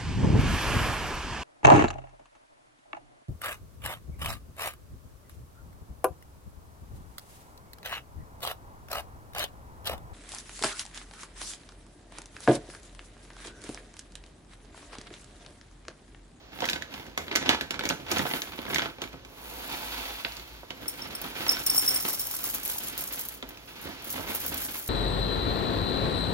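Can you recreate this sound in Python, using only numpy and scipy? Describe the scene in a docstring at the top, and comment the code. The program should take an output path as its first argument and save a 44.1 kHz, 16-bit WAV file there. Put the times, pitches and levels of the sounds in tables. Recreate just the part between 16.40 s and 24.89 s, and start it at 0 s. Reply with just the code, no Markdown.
"""A foil-lined cereal pouch is handled and tipped over a ceramic bowl on a kitchen table, close to a phone.
Its stiff film crumples, flexes and buckles in snaps, and hollow resonances colour the rustle.
Granola slides down inside, then falls; the impacts ring the wall modes of the bare bowl and soon give way
to a dull rattle on the heap. The reverberation of a small room and a faint fridge hum lie behind."""
import sys
import numpy as np
from scipy import signal
from scipy.fft import rfft, irfft
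from scipy.io import wavfile
from scipy.ndimage import uniform_filter1d

SR = 44100
rng = np.random.default_rng(int(sys.argv[2]) if len(sys.argv) > 2 else 0)


def waveform_to_disk(signal):
    """Save audio, clipped to [-1, 1], as 16-bit WAV at the path in sys.argv[1]."""
    frames = np.transpose(np.atleast_2d(signal))
    scaled = np.clip(frames, -1, 1) * 32767
    samples = np.round(scaled).astype(np.int16)
    wavfile.write(sys.argv[1], SR, samples)


N = 374394
TIME = np.arange(N) / SR
FFT_SIZE = 2 ** 19
BIN_HZ = np.arange(FFT_SIZE // 2 + 1) * SR / FFT_SIZE

# Levels are relative: filters and mixing gains follow.
# hands working the pouch: t/s, duration/s, crumpling/dB, stirred flakes/dB, wall flexing/dB
HAND_GRIPS = [(0.152, 0.048, -43.5, -60, -49.5), (0.232, 0.015, -33, -58, -63),
              (0.285, .035, -40, -58, -56), (0.333, 0.021, -35.5, -65, -47),
              (0.394, 0.037, -48.5, -72, -51), (0.523, 0.081, -42.5, -61, -51.5),
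              (0.658, 0.027, -49, -74, -50.5), (0.798, 0.048, -45, -62, -49.5),
              (0.921, 0.14, -36.5, -74, -46.5), (1.09, 0.031, -25, -60, -42), (1.208, 0.018, -42, -64, -44),
              (1.333, 0.023, -41, -80, -47.5), (1.445, 0.069, -37.5, -57.5, -43),
              (1.593, 0.088, -47.5, -65, -47.5), (1.712, 0.1, -30, -47.5, -40),
              (1.864, 0.11, -34.5, -46, -63), (2.03, 0.24, -43, -59, -54), (2.299, 0.019, -35.5, -48, -40),
              (2.335, .015, -32, -53, -43), (2.412, 0.025, -31.5, -57, -45), (2.467, .02, -45, -65, -49),
              (2.632, 0.012, -43, -61, -49), (2.734, 0.011, -49, -70, -50.5),
              (4.42, 0.038, -44.5, -67, -47), (4.605, 0.14, -45, -70, -50.5),
              (4.847, 0.012, -36.5, -51, -47.5), (4.972, 0.14, -37.5, -49, -62),
              (5.662, 0.034, -41.5, -42, -49), (7.076, 0.061, -49, -67, -56.5),
              (7.438, 0.059, -43.5, -59, -46.5), (7.755, 0.042, -39, -55, -45.5),
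              (7.888, 0.019, -35, -44.5, -44), (8.087, 0.051, -57, -60, -43.5)]
# creases flipping over: t/s, crack/dB, sharp edge/dB, low pop/dB, panel f/Hz
CREASE_SNAPS = [(0.205, -37, -37, -29, 3500), (0.221, -36.5, -50, -22, 2830),
                (0.2541, -30.5, -32, -36, 1820), (0.277, -40, -41, -33, 1750),
                (0.2882, -26.5, -33, -33, 2500), (0.2982, -30, -27, -40, 3600),
                (0.3318, -29, -33.5, -28, 3850), (0.422, -34.5, -41, -36, 1790),
                (0.5393, -41.5, -43, -40, 2900), (0.6654, -49, -49, -50, 1730),
                (0.776, -29, -29.5, -24, 2070), (0.881, -38.5, -52, -33, 1800),
                (0.913, -34, -59, -23.5, 2270), (0.926, -37, -47, -26, 1930), (0.9538, -27, -28, -23, 2200),
                (0.9587, -21, -20.5, -20, 1890), (1.026, -35, -41, -25, 2000), (1.08, -36, -47, -24, 3370),
                (1.0917, -15.5, -21.5, -15, 2950), (1.126, -34, -44, -25, 2210),
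                (1.21, -28.5, -33, -30, 1740), (1.3074, -29, -30.5, -29, 2850),
                (1.342, -34.5, -45, -27, 1460), (1.3926, -30, -36.5, -25.5, 1450),
                (1.409, -34, -49, -24.5, 2280), (1.437, -34, -40, -24, 1780),
                (1.4536, -30.5, -31, -24, 2200), (1.4898, -36, -25.5, -43, 2360),
                (1.5, -27, -39, -25, 2740), (1.507, -29, -51, -21.5, 1410), (1.7148, -36, -22, -31, 1920),
                (1.7832, -35.5, -26.5, -38, 2700), (1.7928, -28, -42, -27, 1920),
                (1.902, -43, -53, -36, 2200), (1.9365, -29, -46, -21, 2840), (2.0189, -32, -33, -35, 3740),
                (2.189, -36, -52, -25.5, 2920), (2.2528, -40, -55, -29, 1480), (2.3, -44, -54, -33, 2520),
                (2.345, -28, -26.5, -24.5, 2280), (2.359, -23, -36, -24, 2050),
                (2.383, -26, -31, -21.5, 2220), (2.394, -28, -49, -35, 1530),
                (2.457, -34, -54, -26.5, 1400), (2.584, -48, -67, -33, 2450),
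                (2.618, -31.5, -35.5, -30, 3000), (2.639, -37.5, -47, -36, 2200),
                (2.849, -47, -49, -38, 2450), (3.848, -25, -54, -31, 2700), (3.921, -42, -45, -46, 4400),
                (3.968, -43, -41, -40, 4500), (3.996, -45, -47, -36.5, 4200),
                (4.3052, -35, -42.5, -29, 2940), (5.065, -41, -39, -37, 1370),
                (5.1686, -34, -44, -38, 1490), (5.6512, -30, -38, -24, 2720), (5.722, -52, -42, -45, 1990),
                (7.0259, -38, -46, -30, 3570), (7.1726, -47.5, -49, -46, 2540),
                (7.778, -41, -51, -38, 1240), (7.806, -47, -46, -29, 1100)]
# the load shifting against the wall: t/s, level/dB, wall f/Hz
LOAD_THUDS = [(0.2226, -20.5, 670), (0.776, -25, 395), (1.503, -25.5, 410), (1.519, -27.5, 153),
              (1.718, -21, 305), (1.796, -20, 165), (1.828, -25.5, 145), (1.854, -21.5, 464),
              (2.189, -34, 223), (2.281, -25.5, 203), (2.302, -29, 383), (2.316, -41, 354),
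              (2.621, -28, 336), (2.741, -36, 375), (3.853, -28, 663), (4.232, -36.5, 460),
              (4.85, -32, 772), (5.065, -28.5, 600), (5.649, -26, 387), (6.069, -35.5, 270),
              (7.029, -30, 226), (7.488, -31, 198), (7.67, -33.5, 207), (7.78, -30, 430), (7.795, -28, 85),
              (7.811, -34, 384), (7.841, -33, 72), (7.9, -47, 373), (7.947, -32, 247), (8.047, -31.5, 413),
              (8.118, -30.5, 322), (8.138, -43, 69.5)]
# hollow resonances colouring the rustle: f/Hz, T60/s, level/dB, fractional wander of f
HOLLOW_MODES = [(150, 0.07, -15, 0), (276, 0.07, -6, 0), (724, 0.05, -11, .05), (899, 0.06, -6, 0),
                (1500, 0.01, -11.5, .04), (2250, 0.025, -6, .06), (3450, 0.015, -11, .04)]
# granola sliding down the tilted pouch: t/s, level/dB
SLIDE_LEVELS = [(2.86, -61), (3.068, -42), (3.28, -38.5), (3.476, -37.5), (3.694, -40.5), (3.81, -43.5),
                (3.99, -49.5), (4.3, -61)]
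# the pour, in two waves: t/s, falling flakes/dB, clumps tumbling at the lip/dB
POUR_LEVELS = [(4.3, -67.5, -58), (4.44, -53, -55.5), (4.59, -51.5, -49), (4.88, -56.5, -48.5),
               (5.09, -48, -40.5), (5.24, -39.5, -43.5), (5.38, -32.5, -43), (5.56, -32, -42.5),
               (5.73, -42.5, -53.5), (5.98, -36.5, -51.5), (6.13, -45, -47), (6.22, -44.5, -48.5),
               (6.34, -38, -48.5), (6.55, -48, -46.5), (6.78, -42.5, -49), (6.94, -48.5, -55.5),
               (7.08, -69, -70), (7.3, -56, -52.5), (7.62, -61, -49), (7.71, -38.5, -49),
               (7.85, -49.5, -48.5), (7.91, -44, -46.5), (8.14, -44.5, -43.5), (8.36, -42, -47.5),
               (8.49, -43, -60)]
# clumps that land and shatter: t/s, level/dB, duration of the crumb shower/s
CLUMP_LANDINGS = [(4.482, -49.5, 0.015), (4.816, -45.5, 0), (5.08, -43.5, 0.044), (5.264, -36, 0.003),
                  (5.347, -39.5, 0.045), (5.686, -39, 0.019), (5.7298, -43.5, 0.023), (5.795, -38.5, 0.015),
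                  (5.853, -47, 0.0042), (5.8697, -43, 0), (5.911, -45.5, 0.043), (5.956, -54, 0.012),
                  (6.032, -50, 0), (6.04, -42, 0.025), (6.075, -45.5, 0.03), (6.102, -46, 0.031),
                  (6.1415, -45, 0), (6.147, -40, 0), (6.1583, -46, 0), (6.183, -49, 0), (6.232, -47, 0.004),
                  (6.2517, -41.5, 0.0096), (6.278, -42, 0.019), (6.2985, -41.5, 0.0041),
                  (6.303, -44, 0.016), (6.333, -52, 0.017), (6.385, -43, 0.0013), (6.435, -48, 0.011),
                  (6.446, -48.5, 0.028), (6.483, -47.5, 0.018), (6.5778, -42, 0.013), (6.608, -44.5, 0.015),
                  (6.6386, -42.5, 0), (6.673, -47, 0.0054), (6.7263, -46, 0.028), (6.758, -53, 0.0027),
                  (6.78, -52, 0.0043), (6.7933, -42, 0.0019), (6.812, -45, 0.000052), (6.852, -47, 0),
                  (6.8866, -43, 0), (6.947, -57, 0.0049), (7.09, -52.5, 0), (7.415, -55.5, 0.033),
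                  (7.622, -58, 0.0055), (7.644, -52, 0), (7.653, -53, 0.018), (7.7026, -45, 0.003),
                  (7.7105, -48, 0.019), (7.763, -57, 0), (7.825, -55, 0), (7.9495, -40.5, 0),
                  (7.9582, -42, 0), (7.967, -46, 0), (8.002, -46.5, 0.054), (8.064, -40, 0.0051),
                  (8.08, -44, 0.017), (8.1437, -40.5, 0), (8.1714, -46, 0.033), (8.213, -48, 0),
                  (8.22, -44.5, 0.042), (8.344, -48, 0.028), (8.376, -51, 0.0056), (8.389, -47, 0),
                  (8.478, -46.5, 0)]
# clusters striking bare ceramic: t/s, lower modes/dB, higher modes/dB
BOWL_STRIKES = [(4.48, -34, -25), (4.619, -34.5, -47), (4.75, -38, -31), (5.081, -34, -31),
                (5.091, -15.5, -33), (5.11, -30, -28), (5.13, -27, -45), (5.165, -45, -48),
                (5.265, -28, -19.5), (5.297, -20.5, -18.5), (5.347, -30, -35), (5.363, -29, -22),
                (5.378, -20.5, -16), (5.393, -28, -22), (5.42, -28, -38), (5.432, -37, -37),
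                (5.46, -30, -29), (5.477, -20, -20), (5.488, -22, -22), (5.508, -30, -26),
                (5.543, -37, -23), (5.559, -26.5, -22.5), (5.575, -37, -31), (5.604, -40, -32),
                (5.618, -44, -38), (5.643, -41, -38), (5.679, -38, -30), (5.721, -42, -42),
                (5.796, -37, -31), (5.825, -42, -44)]
# wall modes of the bowl: f/Hz, level/dB, T60/s, left minus right/dB
BOWL_MODES = [(5375, -11, .05, 0), (5421, -1.5, .055, -1), (5475, -13, .04, 0), (8619, -2.3, .063, 3),
              (11348, -18.5, .08, 1), (11673, -19.5, .07, 0), (13120, -20.5, .06, 0), (13850, -25, .09, 0),
              (15244, -16, .06, 0), (15400, -18, .06, 0)]

# spectral envelopes: f/Hz, level/dB
FILM_SPECTRUM = [(100, -7), (200, -2.5), (350, 5.5), (560, -0.5), (780, 3.5), (1100, -1), (1500, 0),
                 (2150, 2), (3400, 0.5), (4500, -5), (6500, -13.5), (15500, -34)]  # crumpling film
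FLEX_SPECTRUM = [(30, -17), (78, 7), (105, 0), (160, 1.5), (250, 2), (400, .5), (700, -4), (2000, -70)]  # bending walls
POP_SPECTRUM = [(60, -24), (200, -12), (400, -8.5), (750, -15), (1300, -19.5), (4000, -72)]  # low pop of a crease
CRACK_SPECTRUM = [(300, -32), (900, -14.5), (1600, 4.5), (2600, 5), (3700, 7), (4800, 0), (9000, -74)]  # its crack
EDGE_SPECTRUM = [(2000, -25), (5200, 1), (7000, 0), (11000, -9), (15500, -16)]  # its sharp edge
THUD_SPECTRUM = [(40, -47), (90, -15), (250, -11.5), (450, 0.5), (900, -3), (2000, -11), (6000, -53)]  # load striking slack film
SLIDE_SPECTRUM = [(100, -18), (260, -1.5), (380, -3.5), (470, 0), (570, -4), (700, 0), (900, 1), (1250, -4),
                  (1900, -3.5), (2550, 1.5), (3150, -1), (3520, 0), (3900, -2.5), (4500, -2), (5300, -9),
                  (6200, -11), (15500, -18)]  # granola rubbing on film
TUMBLE_SPECTRUM = [(60, -1.5), (150, -7.5), (260, -1), (430, 1), (580, -3.5), (750, -3), (1500, -4),
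                   (2700, 0), (4400, -4), (6200, -12), (15500, -24)]  # clumps at the lip
FLAKE_SPECTRUM = [(500, -22), (2500, -11), (6200, -9.5), (7500, -6), (8700, -1), (10500, -2.5), (15500, -5)]  # colliding flakes
CRUMB_SPECTRUM = [(2500, -1.5), (7000, 5), (10500, 14), (13000, 3), (15500, -4)]  # fizzing crumbs
TICK_SPECTRUM = [(1000, -25), (4000, -14), (6200, -10), (8500, -2), (12000, 0), (15500, 0)]  # landing clumps
REVERB_SPECTRUM = [(60, 9.5), (300, -0.5), (1500, 3.5), (4000, -0.5), (8000, 4.5), (15000, -6)]  # kitchen reflections
AIR_SPECTRUM = [(30, -30), (50, -54), (100, 2), (150, -6), (300, -3.5), (700, -8.5), (1500, -14.5),
                (2700, -14), (4200, -16), (7000, -23.5), (12000, -37)]  # ambient noise

# likeness of the channels, wide in the mids, nearly one in parts of the treble: f/Hz, coherence (0-1)
STEREO_COHERENCE = [(60, .85), (300, .75), (900, .68), (2500, .62), (4000, .35), (6500, .45), (7400, .6),
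                    (7900, .995), (10000, .995), (11200, .65), (12300, .75), (12900, .97)]
# level difference between the channels: f/Hz, left minus right/dB
STEREO_BALANCE = [(50, -2), (300, -2), (800, -6), (1400, -3.5), (2400, -3), (4500, -1), (7500, 0)]
# right channel leads below 7 kHz, is opposed at 8-10 kHz, aligned above 12.8 kHz: f/Hz, phase/rad
STEREO_PHASE = [(100, 0), (780, 1.4), (1300, .6), (1800, 2), (2800, 2.8), (4300, 4), (6400, 4.9),
                (7800, 3.14), (10100, 3.14), (11500, 4.8), (12800, 6.28)]


def pouch(grip, bending, sliding, tumbling):
    """Buckling and friction: the film crackles and flexes as granola slides along it and tumbles out."""
    crumple = colour(grip * grains(per_s=330, spread_db=4.5, decay_s=0.0008, bed=0.11), FILM_SPECTRUM)
    friction = sliding * avalanches() * grains(per_s=1800, spread_db=3, decay_s=0.001, bed=0.18)
    slide = brighten(colour(friction, SLIDE_SPECTRUM))
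    tumble = colour(tumbling * grains(per_s=210, spread_db=11.5, decay_s=0.01, bed=0.031), TUMBLE_SPECTRUM)
    load = np.hypot(bending, undb(-11) * tumbling)
    flex = colour(load * grains(per_s=140, spread_db=5, decay_s=0.0028, bed=0.16), FLEX_SPECTRUM)
    return undb(-1.5) * crumple + slide + undb(4) * tumble + flex


def creases():
    """Snap-through buckling: a crease flips with a crack, and the panel around it rings and pops."""
    times, crack_db, edge_db, pop_db, panel_hz = np.transpose(CREASE_SNAPS)
    pop = colour(cracks(times, pop_db, decay_s=0.0035), POP_SPECTRUM)
    crack = colour(cracks(times, crack_db, decay_s=0.0012), CRACK_SPECTRUM)
    ring = damped_tones(times, crack_db, panel_hz, t60_s=0.009)
    edge = colour(cracks(times, edge_db, decay_s=0.0012), EDGE_SPECTRUM)
    return undb(-7) * pop + undb(1) * crack + undb(-0.5) * ring + edge


def thuds():
    """Membrane impact: the load strikes the wall, whose boom falls in pitch as it goes slack."""
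    times, db, wall_hz = np.transpose(LOAD_THUDS)
    knock = colour(cracks(times, db, decay_s=0.0018), THUD_SPECTRUM)
    boom = damped_tones(times, db, wall_hz, t60_s=0.089, sag=0.78)
    return undb(-7) * knock + undb(-9.5) * boom


def resonances(x):
    """Resonance: steady modes of bowl, table or room and wandering ones of the pouch walls colour x."""
    out = x.copy()
    for hz, t60, db, wander in HOLLOW_MODES:
        carrier = np.exp(2j * np.pi * hz * np.cumsum(1 + wander * drift(per_s=5)) / SR)
        pole = np.exp(-np.log(1000) / (t60 * SR))
        amplitude = signal.lfilter([1 - pole], [1, -pole], x / carrier)
        out += 2 * undb(db) * (amplitude * carrier).real
    return out


def handling():
    """Excitation by the hands: the film tightens faster than it relaxes; stirred flakes settle last."""
    starts, lengths, grip_db, stir_db, flex_db = np.transpose(HAND_GRIPS)
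    grip = gestures(starts, lengths, grip_db, rise_db_s=276, fall_db_s=252)
    bending = gestures(starts, lengths, flex_db, rise_db_s=276, fall_db_s=252)
    stirred = gestures(starts, lengths, stir_db, rise_db_s=550, fall_db_s=115)
    return grip, bending, stirred


def pouring():
    """Granular flow: envelopes of the slide, the flakes it drags, the tumbling clumps and the fall."""
    sliding = envelope(*np.transpose(SLIDE_LEVELS))
    dragged = undb(-50) * (sliding / sliding.max()) ** 0.84
    times, falling_db, tumbling_db = np.transpose(POUR_LEVELS)
    landings, clump_db, shower_s = np.transpose(CLUMP_LANDINGS)
    # crumbs land just after their clump shatters
    showers = gestures(landings + 0.002, shower_s, clump_db + 1, rise_db_s=3000, fall_db_s=900)
    flow = np.hypot(showers, undb(-8) * envelope(times, falling_db))
    return sliding, dragged, envelope(times, tumbling_db), flow


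def avalanches(depth_db=1.6):
    """Amplitude modulation: granola moves in small avalanches, so its gain wavers around 1."""
    return undb(depth_db * drift(per_s=28))


def brighten(slide, split_hz=680, even_at_s=3.57, tilt_db_s=19):
    """Spectral tilt: the slide gains treble and loses body as the granola nears the mouth."""
    body = signal.sosfilt(signal.butter(1, split_hz, fs=SR, output="sos"), slide)
    tilt_db = tilt_db_s * np.clip(TIME - even_at_s, -0.5, 0.5)
    return body * undb(-tilt_db / 2) + (slide - body) * undb(tilt_db / 2)


def cereal(stirred, flow):
    """Friction and collision of flakes, crumbs and clumps; returns their sound and the bowl's drive."""
    rub, dust = (stirred * grains(per_s=1600, spread_db=6, decay_s=0.00067, bed=0.35) for _ in range(2))
    flakes = flow * grains(per_s=200, spread_db=3.5, decay_s=0.0007, bed=0.1)
    crumbs = flow * avalanches() * grains(per_s=280, spread_db=2.8, decay_s=0.0005, bed=0.06)
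    times = random_times(per_s=55)
    small_ticks = flow * cracks(times, rng.uniform(-3, 3, len(times)), decay_s=0.0003)
    landings, clump_db, _ = np.transpose(CLUMP_LANDINGS)
    clumps = cracks(landings, clump_db, decay_s=0.0004)
    ticks = colour(clumps + undb(-6.5) * small_ticks, TICK_SPECTRUM)
    patter = colour(flakes + undb(-1) * rub, FLAKE_SPECTRUM)
    fizz = colour(crumbs + undb(-3.5) * dust, CRUMB_SPECTRUM)
    return undb(6.5) * patter + undb(5.5) * fizz + undb(14.5) * ticks + pieces(flow), flakes[0]


def pieces(flow, low_hz=550, high_hz=7000):
    """Heavily damped impacts: larger pieces tap the heap, each with its own pitch and strength."""
    times = random_times(per_s=90)
    db = -4.5 + rng.uniform(-5, 5, len(times))
    hz = low_hz * (high_hz / low_hz) ** rng.random(len(times))
    return flow * damped_tones(times, db, hz, t60_s=0.005)


def bowl(stream, landing_s=4.6, covered_s=5.9):
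    """Modal vibration: clusters strike the ceramic; the stream drives it until the heap covers the base."""
    times, lower_db, higher_db = np.transpose(BOWL_STRIKES)
    t = np.arange(SR // 5) / SR
    lower_phasor, higher_phasor = np.exp(2j * np.pi * rng.random((2, len(times))))
    exposure = undb(swell(TIME, landing_s, covered_s - landing_s, rise_db_s=250, fall_db_s=32))
    patter = undb(-22.5) * stream * exposure
    out = np.zeros((2, N))
    for hz, db, t60, lean_db in BOWL_MODES:
        blows = undb(lower_db) * lower_phasor if hz < 7000 else undb(higher_db) * higher_phasor
        strikes = np.sqrt(2) * (impulses(times, blows.real) + 1j * impulses(times, blows.imag))
        ring = np.exp((2j * np.pi * hz - np.log(1000) / t60) * t) * (1 - np.exp(-t / 0.002))
        mode = signal.oaconvolve(undb(6) * strikes + patter, ring)[:N].imag
        out += undb(db + np.array([[lean_db], [-lean_db]]) / 2) * mode
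    return out


def kitchen(x, t60_s, wet_db):
    """Reverberation: diffuse reflections build up within milliseconds and decay exponentially."""
    t = np.arange(SR // 2) / SR
    decay = np.exp(-np.log(1000) * t / t60_s) * (1 - np.exp(-t / 0.0015))
    tail = rng.standard_normal((2, len(t))) * decay
    tail = colour(tail / np.sqrt(np.sum(tail[0] ** 2)), REVERB_SPECTRUM)
    return undb(wet_db) * signal.oaconvolve(x, tail, axes=1)[:, :N]


def background(hum_hz=53, half_width_hz=7):
    """Ambient noise: broadband room air and the narrowband hum of a fridge, which swells once."""
    air = colour(noise(), AIR_SPECTRUM)
    band = 1 / (1 + ((BIN_HZ - hum_hz) / half_width_hz) ** 2)
    hum = irfft(rfft(rng.standard_normal(N), FFT_SIZE) * band)[:N]
    swell_db = swell(TIME, start_s=3.68, hold_s=0, rise_db_s=17, fall_db_s=17)
    hum_gain = np.hypot(undb(-57), undb(-49.5 + swell_db))
    return undb(-52.5) * air + hum_gain * hum / hum.std()


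def stereo_image(scattered, direct):
    """Partial coherence: the likeness, balance and phase of left and right vary with frequency."""
    common, opposed = rfft(scattered, FFT_SIZE)
    coherence = np.clip(per_bin(STEREO_COHERENCE), 0, 0.995)
    sides = np.array([[1], [-1]])
    pair = common * np.sqrt((1 + coherence) / 2) + sides * opposed * np.sqrt((1 - coherence) / 2)
    pair += rfft(direct, FFT_SIZE)
    pair *= undb(sides * per_bin(STEREO_BALANCE) / 2)
    pair[0] *= np.exp(-1j * per_bin(STEREO_PHASE))
    return irfft(pair)[:, :N]


def grains(per_s, spread_db, decay_s, bed):
    """Shot noise of mean power 1: tiny unequal cracks over smooth noise, whose share of power is bed."""
    times = random_times(per_s)
    energy = undb(-2 * spread_db * np.log(0.0081 + rng.random(len(times))))
    power = burst(impulses(times, energy), decay_s, tail_db=6)
    power /= uniform_filter1d(power, SR // 14) + 1e-9
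    return np.sqrt(bed + (1 - bed) * power) * noise()


def cracks(times, db, decay_s):
    """Broadband transients; a level is the energy spread over 5 ms."""
    power = burst(impulses(times, undb(db) ** 2 * (SR // 200)), decay_s, tail_db=-11)
    return np.sqrt(power) * np.sign(noise())


def burst(power, decay_s, tail_db):
    """Double-slope decay: each impulse of power spreads into a fast fall and a slow tail, energy kept."""
    t = np.arange(SR // 10) / SR
    shape = np.exp(-2 * t / decay_s) + undb(2 * tail_db) * np.exp(-t / (4 * decay_s))
    shape *= (1 - np.exp(-6 * t / decay_s)) ** 2
    return np.maximum(signal.oaconvolve(power, shape / shape.sum())[:N], 0)


def damped_tones(times, db, hz, t60_s, sag=0, slacken_s=0.0038):
    """Free vibration, starting sharp by the fraction sag; a level is the energy spread over 5 ms."""
    t = np.arange(SR // 16) / SR
    fade = np.exp(-np.log(1000) * t / t60_s) * (1 - np.exp(-t / 0.0005))
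    fade *= np.sqrt(2 * (SR // 200) / np.sum(fade ** 2))
    glide = t + sag * slacken_s * (1 - np.exp(-t / slacken_s))
    out = np.zeros((2, N + len(t)))
    for start, gain, pitch in zip((times * SR).astype(int), undb(db), hz):
        cycles = pitch * glide + rng.random((2, 1))
        out[:, start:start + len(t)] += gain * fade * np.sin(2 * np.pi * cycles)
    return out[:, :N]


def colour(x, spectrum):
    """Minimum-phase filtering that keeps the power of white noise."""
    gain = undb(per_bin(spectrum))
    cepstrum = irfft(np.log(gain / np.sqrt(np.mean(gain ** 2))))[:1024]
    cepstrum[1:] *= 2
    response = irfft(np.exp(rfft(cepstrum, 4096)))[:2048]
    return signal.oaconvolve(x, response[None], axes=1)[:, :x.shape[1]]


def per_bin(rows):
    """Interpolation of (f/Hz, value) rows on a log-frequency axis."""
    hz, value = np.transpose(rows)
    return np.interp(np.log(BIN_HZ + 1), np.log(hz), value)


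def gestures(starts, lengths, db, rise_db_s, fall_db_s):
    """Upper envelope of a run of swells, as a gain."""
    t = TIME[::SR // 1000]
    levels = db + swell(t[:, None], starts, lengths, rise_db_s, fall_db_s)
    return envelope(t, levels.max(axis=1))


def swell(t, start_s, hold_s, rise_db_s, fall_db_s):
    """Exponential growth and decay, in dB, around a hold at 0 dB."""
    return -rise_db_s * np.maximum(start_s - t, 0) - fall_db_s * np.maximum(t - start_s - hold_s, 0)


def envelope(times, db):
    """Gain interpolated in decibels; silent outside the given times."""
    return undb(np.interp(TIME, times, db, left=-120, right=-120))


def drift(per_s):
    """Slow fluctuation: held random values glide into each other."""
    hold = int(SR / per_s)
    return uniform_filter1d(np.repeat(rng.standard_normal(N // hold + 1), hold), hold // 2)[:N]


def random_times(per_s):
    """Independent, uniformly distributed event times in seconds."""
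    return rng.uniform(0, N / SR, int(per_s * N / SR))


def impulses(times, sizes):
    """A weighted impulse train."""
    return np.bincount(np.clip((times * SR).astype(int), 0, N - 1), sizes, N)


def noise():
    """Two uncorrelated white noises."""
    return rng.standard_normal((2, N))


def undb(db):
    """Decibels to amplitude ratio."""
    return 10 ** (np.asarray(db) / 20)


def scene():
    """Superposition of pouch, cereal, bowl and kitchen."""
    grip, bending, stirred = handling()
    sliding, dragged, tumbling, flow = pouring()
    rattle, stream = cereal(np.hypot(stirred, dragged), flow)
    film = pouch(grip, bending, sliding, tumbling) + thuds() + undb(-0.5) * creases()
    rustle = resonances(film) + rattle
    ring = bowl(stream)
    reverb = kitchen(rustle + undb(-0.5) * ring, t60_s=0.29, wet_db=-10)
    return stereo_image(rustle + reverb + background(), ring)


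def record(dry, low_hz=40, top_hz=15780, ceiling=0.8):
    """Band limiting and saturation: rumble below 40 Hz is removed, the loudest peaks are rounded, and the phone
    cuts the top."""
    thinned = signal.sosfilt(signal.butter(3, low_hz, "high", fs=SR, output="sos"), dry)
    rounded = ceiling * np.tanh(thinned / ceiling)
    return signal.sosfilt(signal.ellip(10, 0.2, 70, top_hz, fs=SR, output="sos"), rounded)


dry = scene()
out = record(dry)
waveform_to_disk(out)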